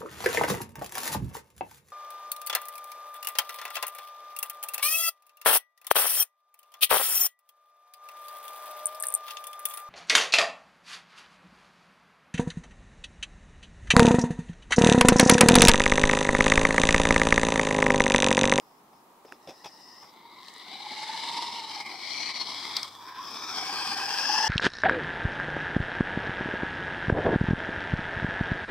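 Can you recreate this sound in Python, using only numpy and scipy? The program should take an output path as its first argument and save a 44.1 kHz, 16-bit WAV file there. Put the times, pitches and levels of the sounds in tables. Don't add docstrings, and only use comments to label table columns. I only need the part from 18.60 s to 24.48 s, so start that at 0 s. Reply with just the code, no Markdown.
import sys
import numpy as np
from scipy import signal
from scipy.fft import rfft, irfft, next_fast_len
from scipy.io import wavfile
from scipy.ndimage import uniform_filter1d, map_coordinates

SR = 44100
rng = np.random.default_rng(int(sys.argv[2]) if len(sys.argv) > 2 else 0)


def transcribe(signal):
    frames = np.atleast_2d(signal).T
    limited = np.clip(frames, -1, 1)
    pcm = np.round(limited * 32767).astype(np.int16)
    wavfile.write(sys.argv[1], SR, pcm)


N = 259308
FRAME, HOP = 512, 128

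# (time [s], level [dB])
TRUCK_LEVEL = [(1.12, -57), (1.4, -55.5), (1.75, -52.5), (1.98, -47.5), (2.13, -42.5), (2.55, -36),
               (2.8, -31.5), (2.95, -35), (3.2, -37), (3.3, -40), (3.42, -38.5), (3.65, -33), (3.95, -35),
               (4.19, -35), (4.29, -41), (4.38, -49.5), (4.5, -43.5), (4.7, -38.5), (4.98, -33),
               (5.45, -32.5), (5.67, -30), (5.88, -28)]
# (time [s], lead [microseconds])
LEFT_LEAD = [(1.12, -6), (1.8, -18), (3, 8), (3.6, 3), (4.6, -11), (5, 73), (5.88, 57)]


def amp(db):
    return 10 ** (np.asarray(db) / 20)


def unit(x):
    return x / np.sqrt(np.mean(np.abs(x) ** 2) + 1e-20)


def along(points, hz):
    point_hz, values = np.transpose(points)
    return np.interp(np.log(hz + 1), np.log(point_hz + 1), values)


def curves(rows, t):
    s, *columns = np.transpose(rows)
    return [np.interp(t, s, column) for column in columns]


def during(rows, t, fade):
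    inside = np.minimum(t - rows[0][0], rows[-1][0] - t)
    return np.clip(1 + inside / fade, 0, 1)


def wobble(rate):
    coarse = np.arange(0, N + 16, 16)
    knots = rng.standard_normal(int(N * rate / SR) + 4)
    smooth = map_coordinates(knots, [coarse * rate / SR])
    return np.interp(np.arange(N), coarse, smooth)


def frames(x):
    hz, t, z = signal.stft(x, SR, nperseg=FRAME, noverlap=FRAME - HOP)
    return hz[:, None], t, z


def sound(z):
    return signal.istft(z, SR, nperseg=FRAME, noverlap=FRAME - HOP)[1][..., :N]


def spread(z, alike):
    turn = np.arccos(np.clip(alike, -1, 1)) / 2
    shared, opposed = np.cos(turn) * z[0], np.sin(turn) * z[1]
    return np.array([shared + opposed, shared - opposed])


def passing(gain):
    return gain / np.sqrt(np.mean(gain ** 2, axis=0, keepdims=True))


def resonance(hz, centre_hz, width_hz):
    return passing(1 / (1 + ((hz - centre_hz) / width_hz) ** 2) ** 1.5)


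def sides(pan_db):
    return amp(np.array([pan_db / 2, -pan_db / 2]))[:, None]


def street():
    # (frequency [Hz], relative level [dB per Hz])
    air_colour = [(25, -30), (76, -30), (110, -18), (184, -7), (330, -4), (480, -9.5), (620, -9),
                  (880, -1.5), (1250, -6.5), (1450, -16), (2800, -21), (8000, -26.5), (15800, -26.5)]
    # (frequency [Hz], likeness [1 = same])
    air_alike = [(60, 0.64), (180, 0.92), (550, 0.92), (1650, 0.082), (4970, 0.05), (15000, 0.36)]
    # (time [s], level [dB])
    hum_level = [(0, -89), (.9, -88), (2.34, -75), (2.54, -75), (3.11, -68), (3.39, -74), (3.65, -64),
                 (4.52, -67.5), (5.36, -59.5), (5.7, -77)]
    air_db = -57.5
    hz, _, z = frames(rng.standard_normal((2, N)))
    air = sound(spread(z, along(air_alike, hz)) * passing(amp(along(air_colour, hz))))
    t = np.arange(N) / SR
    waver_db = 2.6 * wobble(15)
    hum_tone = np.sin(2 * np.pi * 103 * t + 1.3 * wobble(25))
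    hum = amp(curves(hum_level, t)[0] + waver_db) * hum_tone
    drift_db = .8 * wobble(1.09)
    return amp(air_db + drift_db) * air + hum


def rustle():
    # (start [s], length before the fade [s], level [dB], swell [s])
    rubs = [(-.1, .29, -75, .02), (.325, .07, -73, .015), (0.649, 0.092, -65.5, .015),
            (.815, 0.033, -67, .015), (0.857, 0.62, -54.5, 0.25)]
    fade_s = 0.017
    grain_db = 2.3 * wobble(60.35) + 1.3 * wobble(400)
    hz, t, z = frames(rng.standard_normal((2, N)) * amp(grain_db))
    level = 0
    for s, length, db, swell in rubs:
        rise = np.clip((t - s) / swell, 0, 1)
        fall = np.exp(-np.maximum(t - s - length, 0) / fade_s)
        level = level + amp(db) * rise * fall
    return sound(spread(z, 0.68) * level * resonance(hz, 5210, 450) * sides(5 + 0 * t))


def shoes():
    # (time [s], relative scrape level [dB], thud pitch [Hz], relative thud level [dB], length [s])
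    scuffs = [(0.33, -50, 866, -47, 0.01), (0.6485, -59, 450, -39.5, 0.012), (0.6776, -45, 843, -49, 0.037),
              (0.7194, -39, 369, -42.5, 0.021), (0.8735, -33, 541, -36, 0.033),
              (0.888, -29, 534, -37, 0.017), (0.906, -36, 760, -42.5, 0.019),
              (1.0427, -28, 838, -37.5, 0.019), (1.0568, -24.5, 802, -34, 0.017),
              (1.425, -44, 950, -43, 0.033), (1.844, -34, 830, -63, 0.0078), (1.883, -34, 894, -45, 0.01)]
    # (frequency [Hz], relative level [dB per Hz])
    sole_colour = [(710, -20), (1200, -37), (2620, -3.5), (3010, -18), (3450, -3.5), (4450, -20),
                   (5100, -1), (7310, -26), (15000, -35)]
    scrape, thud, t = np.zeros(N), np.zeros(N), np.arange(SR // 8) / SR
    for s, db, thud_hz, thud_db, length in scuffs:
        start = round(s * SR)
        stroke = (1 - np.exp(-t / 0.00039)) * np.exp(-(t / length) ** 1.3)
        noise = rng.standard_normal((2, len(t)))
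        rough = amp(3 * unit(uniform_filter1d(noise[1], size=70)))
        scrape[start:][:len(t)] += amp(db - 18.5) * stroke * rough * noise[0]
        pitch_waver = 1.21 * unit(uniform_filter1d(noise[0], size=150))
        knock = np.sin(2 * np.pi * thud_hz * t + pitch_waver)
        thud[start:][:len(t)] += amp(thud_db - 3.5) * stroke * np.sqrt(rough) * knock
    hz, _, z = frames(scrape)
    return thud + sound(z * passing(amp(along(sole_colour, hz)))) * amp([[1.5], [-1.5]])


def loudness(t):
    # (time [s], level change [dB])
    jolts = [(1.606, 0), (2.119, 3.5), (2.565, -0.5), (2.776, 2.5), (2.797, -4), (2.82, 1), (2.848, -2),
             (2.907, -3), (3.016, -5.5), (3.062, -5), (3.207, 2.5), (3.241, -7.5), (3.374, -7.5),
             (3.733, -7.5), (3.79, -3.5), (3.81, 2), (3.843, -5), (4.306, -6), (4.475, 2), (4.5, 2),
             (4.538, -4), (4.588, 0), (4.983, 2.5), (5.358, -1), (5.565, -1.5), (5.75, -2)]
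    half_length_s = 0.013
    jolt_db = sum(db * np.exp(-((t - s) / half_length_s) ** 2) for s, db in jolts)
    return curves(TRUCK_LEVEL, t)[0] + jolt_db


def wheels(depth_db):
    # (time [s], turns a second [Hz])
    wheel_speed = [(1.1, 12), (2.8, 20), (3.6, 16), (4.4, 14), (5.2, 17), (5.88, 21)]
    turns = np.cumsum(curves(wheel_speed, np.arange(N) / SR)[0]) / SR
    depth = depth_db * (1 + .5 * wobble(5.07))
    return depth * np.sin(2 * np.pi * turns + 1.46 * wobble(4))


def grinding(bump_db):
    grains = (rng.random(N) < 900 / SR) * rng.exponential(1.6, N)
    shake = amp(wheels(0.88) + bump_db * wobble(30) + 0.91 * wobble(120))
    return unit(shake * (1 + grains) * rng.standard_normal((2, N)))


def truck():
    # (time [s], tub [Hz], deck [Hz], cab [Hz], gearbox [Hz], motor can [Hz])
    centres = [(1.12, 880, 1880, 2830, 4030, 5100), (1.42, 960, 1950, 2930, 3870, 5050),
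               (1.5, 1030, 2130, 3140, 3800, 4700), (1.8, 1050, 2100, 3150, 3830, 4770),
               (1.88, 1070, 1890, 3100, 3880, 4770), (2.1, 925, 2200, 3100, 3860, 4800),
               (2.8, 960, 2120, 2920, 3880, 4990), (3.45, 980, 2200, 3300, 4340, 5230),
               (3.65, 950, 2210, 3150, 4400, 5650), (4.17, 1060, 2164, 3450, 4000, 4760),
               (4.63, 1066, 2450, 3450, 3500, 5200), (4.87, 1090, 2400, 3630, 4000, 5330),
               (4.97, 970, 2250, 3420, 4100, 5260), (5.2, 1050, 2435, 3280, 4700, 4860),
               (5.55, 985, 2600, 3170, 4200, 5080), (5.88, 910, 2790, 3170, 4540, 5340)]
    half_widths = [268, 210, 350, 513, 650]
    # (time [s], side [0 gearbox to 1 motor],
    # deck [dB], cab [dB], brush hiss [dB], motor can left-right difference [dB])
    heading = [(1.12, 0.18, -8.5, -14, -9, -2), (1.4, 0.43, -10, -16, -12, 1),
               (1.65, 0.15, -9.5, -19, -24, 6), (1.8, 0, -8, -15, -18, 17), (1.88, 0, -6, -13.5, -11, 24),
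               (2.1, 0.081, -8, -13, -20, 10), (2.42, 0, -8, -12.5, -14, 14),
               (2.85, 0.23, -13, -14, -16.5, 1), (3.08, 0.21, -12.5, -10, -16.5, 4),
               (3.25, 0.32, -4, -15.5, -17.5, 6), (3.52, 0.2, -6, -9, -17, 16.5),
               (3.72, 0.042, -2.5, -12.5, -19, 2), (3.88, 0.17, -15.5, -10, -18.5, 8),
               (4.18, 0.6, -6.5, -8.5, -16, 8.5), (4.36, 0.48, -22, -7.5, -14, 5),
               (4.46, .75, -13, -15, -18, 6), (4.57, 0.36, -14, -18, -25, 2),
               (4.65, 0.88, -20, -9.5, -18, 7.5), (4.85, 0.73, -13, -11.5, -21.5, 6),
               (5.1, 0.85, -10, -10.5, -14.5, 7), (5.5, 1, -10.5, -11, -14, 7),
               (5.75, 1, -7.5, -11, -18.5, 12.5), (5.88, 0.86, -9.5, -12.5, -17, 8)]
    # (time [s], left-right difference [dB])
    gearbox_side = [(1.12, 1), (1.62, 5.5), (2.19, 3.5), (2.91, 1), (3.51, 14), (3.69, 11), (3.9, 5.5),
                    (4.41, 4), (4.9, 4), (5.08, 15), (5.3, 0), (5.88, 5)]
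    # (time [s], level against the truck's [dB])
    bed_level = [(1.12, -36), (2.15, -30), (2.5, -14.5), (3, -38), (4.3, -19), (4.46, -13.5), (4.6, -9),
                 (4.72, -18.5), (4.95, -18.5), (5.3, -12.5), (5.88, -7.5)]
    # (frequency [Hz], relative level [dB per Hz])
    roll_colour = [(65, -39), (110, -6), (134, -7), (301, 6.5), (478, -1.5), (600, -29), (780, -27),
                   (1320, -120)]
    # (frequency [Hz], relative level [dB per Hz])
    hiss_colour = [(3530, -25), (6000, 2.5), (6230, -7.5), (6580, -5.5), (6950, -5.5), (8430, -3.5),
                   (9530, -11.5), (10500, -11), (11500, -17), (15000, -56), (22000, -120)]
    # (frequency [Hz], likeness [1 = same])
    truck_alike = [(60, 1), (1000, 0.88), (3000, 0.77), (4500, 0.93), (6000, 0.14), (9000, 0.35),
                   (15000, 0.41)]
    # dB from the truck's level on the gearbox side, on the motor side, growth in dB per dB of that level
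    tub, gearbox, can = (-10.5, -5.5, 0.72), (-3.5, -21.5, 1.14), (-12.5, -4.5, 1.27)
    roll, tyres = (-20.5, -18, 0.57), (-35, -22, 0.38)
    middle_db = -38
    widen = 0.085

    hz, t, z = frames(grinding(bump_db=0.5))
    patches = rng.standard_normal(z.shape[1:])
    patches = uniform_filter1d(uniform_filter1d(patches, size=2, axis=0), size=30, axis=1)
    side, deck_db, cab_db, brush_db, can_lean = curves(heading, t)
    over = curves(TRUCK_LEVEL, t)[0] - middle_db

    def part(gearbox_db, motor_db, growth):
        return gearbox_db + (motor_db - gearbox_db) * side + (growth - 1) * over

    centred = 0 * t
    bright_lean = part(0.2, -2.5, 0.9)
    strengths = [part(*tub), deck_db, cab_db, part(*gearbox), part(*can)]
    leans = [centred, centred, centred, *curves(gearbox_side, t), can_lean]
    shell = 0
    for db, centre, width, lean_db in zip(strengths, curves(centres, t), half_widths, leans):
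        peak = resonance(hz, centre, width * amp(widen * over))
        shell = shell + (amp(db) * peak * sides(lean_db)) ** 2
    shell = shell + (amp(curves(bed_level, t)[0]) * resonance(hz, 1703, 350) * sides(centred)) ** 2
    shell = shell + (amp(part(*roll)) * passing(amp(along(roll_colour, hz)))) ** 2
    shell = shell + (amp(brush_db) * passing(amp(along(hiss_colour, hz))) * sides(bright_lean)) ** 2
    shell = shell + (amp(part(*tyres)) * resonance(hz, 13250, 2200) * sides(bright_lean)) ** 2

    alike = np.clip(along(truck_alike, hz), 0, 1)
    lead_hz = hz / (1 + (hz / 6000) ** 4)
    lead = np.exp(1j * np.pi * lead_hz * curves(LEFT_LEAD, t)[0] / 10 ** 6)
    heard = spread(z, alike) * [lead, lead.conj()] * amp(2 * unit(patches)) * np.sqrt(shell)
    return sound(heard * during(TRUCK_LEVEL, t, 0.48) * amp(loudness(t)))


def grit():
    # (time [s], relative ring level [dB], nominal ring pitch [Hz], ring length [s], relative snap level
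    # [dB], left-right difference [dB])
    ticks = [(0.723, -26.5, 1470, 0.0017, -63, -6), (0.65, -47, 1970, 0.0012, -62, 0),
             (1.045, -42, 3540, 0.0025, -50, 16), (1.883, -35.5, 4040, 0.0039, -45, 5),
             (1.938, -46, 8500, .001, -41, -14), (1.981, -41, 8400, 0.0008, -47, -13),
             (2.403, -37, 6300, 0.0024, -55, 3), (4.1656, -18, 4680, 0.0066, -34, 4),
             (4.23, -20.5, 5040, 0.0029, -29, 5), (4.71, -40, 8400, 0.0014, -46, -7),
             (4.75, -46, 7900, 0.0016, -37, -8)]
    out, t = np.zeros((2, N)), np.arange(SR // 40) / SR
    for s, db, ring_hz, length, bright_db, pan in ticks:
        noise = rng.standard_normal((2, len(t)))
        rough = .7 * unit(uniform_filter1d(noise[0], size=24))
        sagging_phase = 2 * np.pi * ring_hz * t * (1.08 - 15 * t)
        ring = np.sin(sagging_phase + rough) * np.exp(-(t / length) ** 4)
        snap = unit(uniform_filter1d(noise[1], size=8)) * np.sin(2 * np.pi * 7800 * t)
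        snap = snap * amp(-60 * t / 0.011)
        onset = 1 - np.exp(-t / 0.00097)
        tick = (amp(db + 1.0) * ring + amp(bright_db) * snap) * onset
        out[:, round(s * SR):][:, :len(t)] += sides(pan) * tick
    return out


def gears():
    # (level of the doubled tone at start and end [dB], blur at start and end [0-1],
    # rows of (time [s], tooth rate [Hz], level [dB])); levels are relative to the truck's
    mesh = [((-15, -9), (.8, .8), [(.92, 950, -26), (1.4, 987, -31), (1.46, 1010, -4)]), ((-28, -9),
            (0.45, 0.58), [(1.55, 878, -4), (1.65, 928, 0), (1.8, 1008, -5.5), (1.92, 1085, -22)]),
            ((-23, -26), (0.61, 0.62), [(2.05, 741, -16), (2.2, 827, -4), (2.36, 866.3, -4.5),
            (2.48, 883.7, -3.5), (2.79, 944, -5), (2.98, 928, -5.5), (3.2, 833, -10.5), (3.38, 761, -8)]),
            ((-32, -29), (1, 0.44), [(4.44, 1000, -2), (4.6, 1042, 1), (4.72, 1121, -18),
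            (4.9, 1339, -9.5)]), ((-15, -7), (1, 0.43), [(4.92, 757, -16), (5.1, 800, -11.5),
            (5.3, 798.4, -12), (5.55, 807.6, -8), (5.65, 830, -12), (5.72, 857, -2.5), (5.88, 868.5, -2)])]
    whole, out = np.arange(N) / SR, np.zeros((2, N))
    swing = unit(amp(wheels(3.5))) * amp(loudness(whole) + 3)
    loose = [unit(wobble(rate) + 1j * wobble(rate)) for rate in (115, 210)]
    for second_db, blur_ends, rows in mesh:
        fade = during(rows, whole, .06)
        on = fade > 0
        t = whole[on]
        rate, first_db = curves(rows, t)
        lead = np.pi * curves(LEFT_LEAD, t)[0] / 10 ** 6 * np.array([[1], [-1]])
        phase = 2 * np.pi * np.cumsum(rate) / SR + lead * rate
        blur = np.clip(np.linspace(*blur_ends, len(t)), 0, 1)
        pinion = 1 + .4 * np.sin(phase / 18)
        for k, db in enumerate([first_db, np.linspace(*second_db, len(t))]):
            blurred = np.sqrt(1 - blur) + np.sqrt(blur) * loose[k][on]
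            tone = blurred * np.exp(1j * (k + 1) * phase)
            out[:, on] += (fade * swing)[on] * amp(db) * pinion * tone.real
    return out


def scene():
    return truck() + gears() + rustle() + shoes() + grit() + street()


def record(dry):
    top_hz = 15760
    m = next_fast_len(N + SR // 4)
    hz = np.fft.rfftfreq(m, 1 / SR)
    bass = 1 / (1 + (85 / (hz + 1)) ** 8)
    noise = rng.standard_normal(N) + 0.43 * rng.standard_normal((2, N))
    rumble = amp(-64) * rfft(noise, m) * (1 - bass)
    return irfft((rfft(dry, m) * bass + rumble) * (hz < top_hz), m)[:, :N]


dry = scene()
out = record(dry)
transcribe(out)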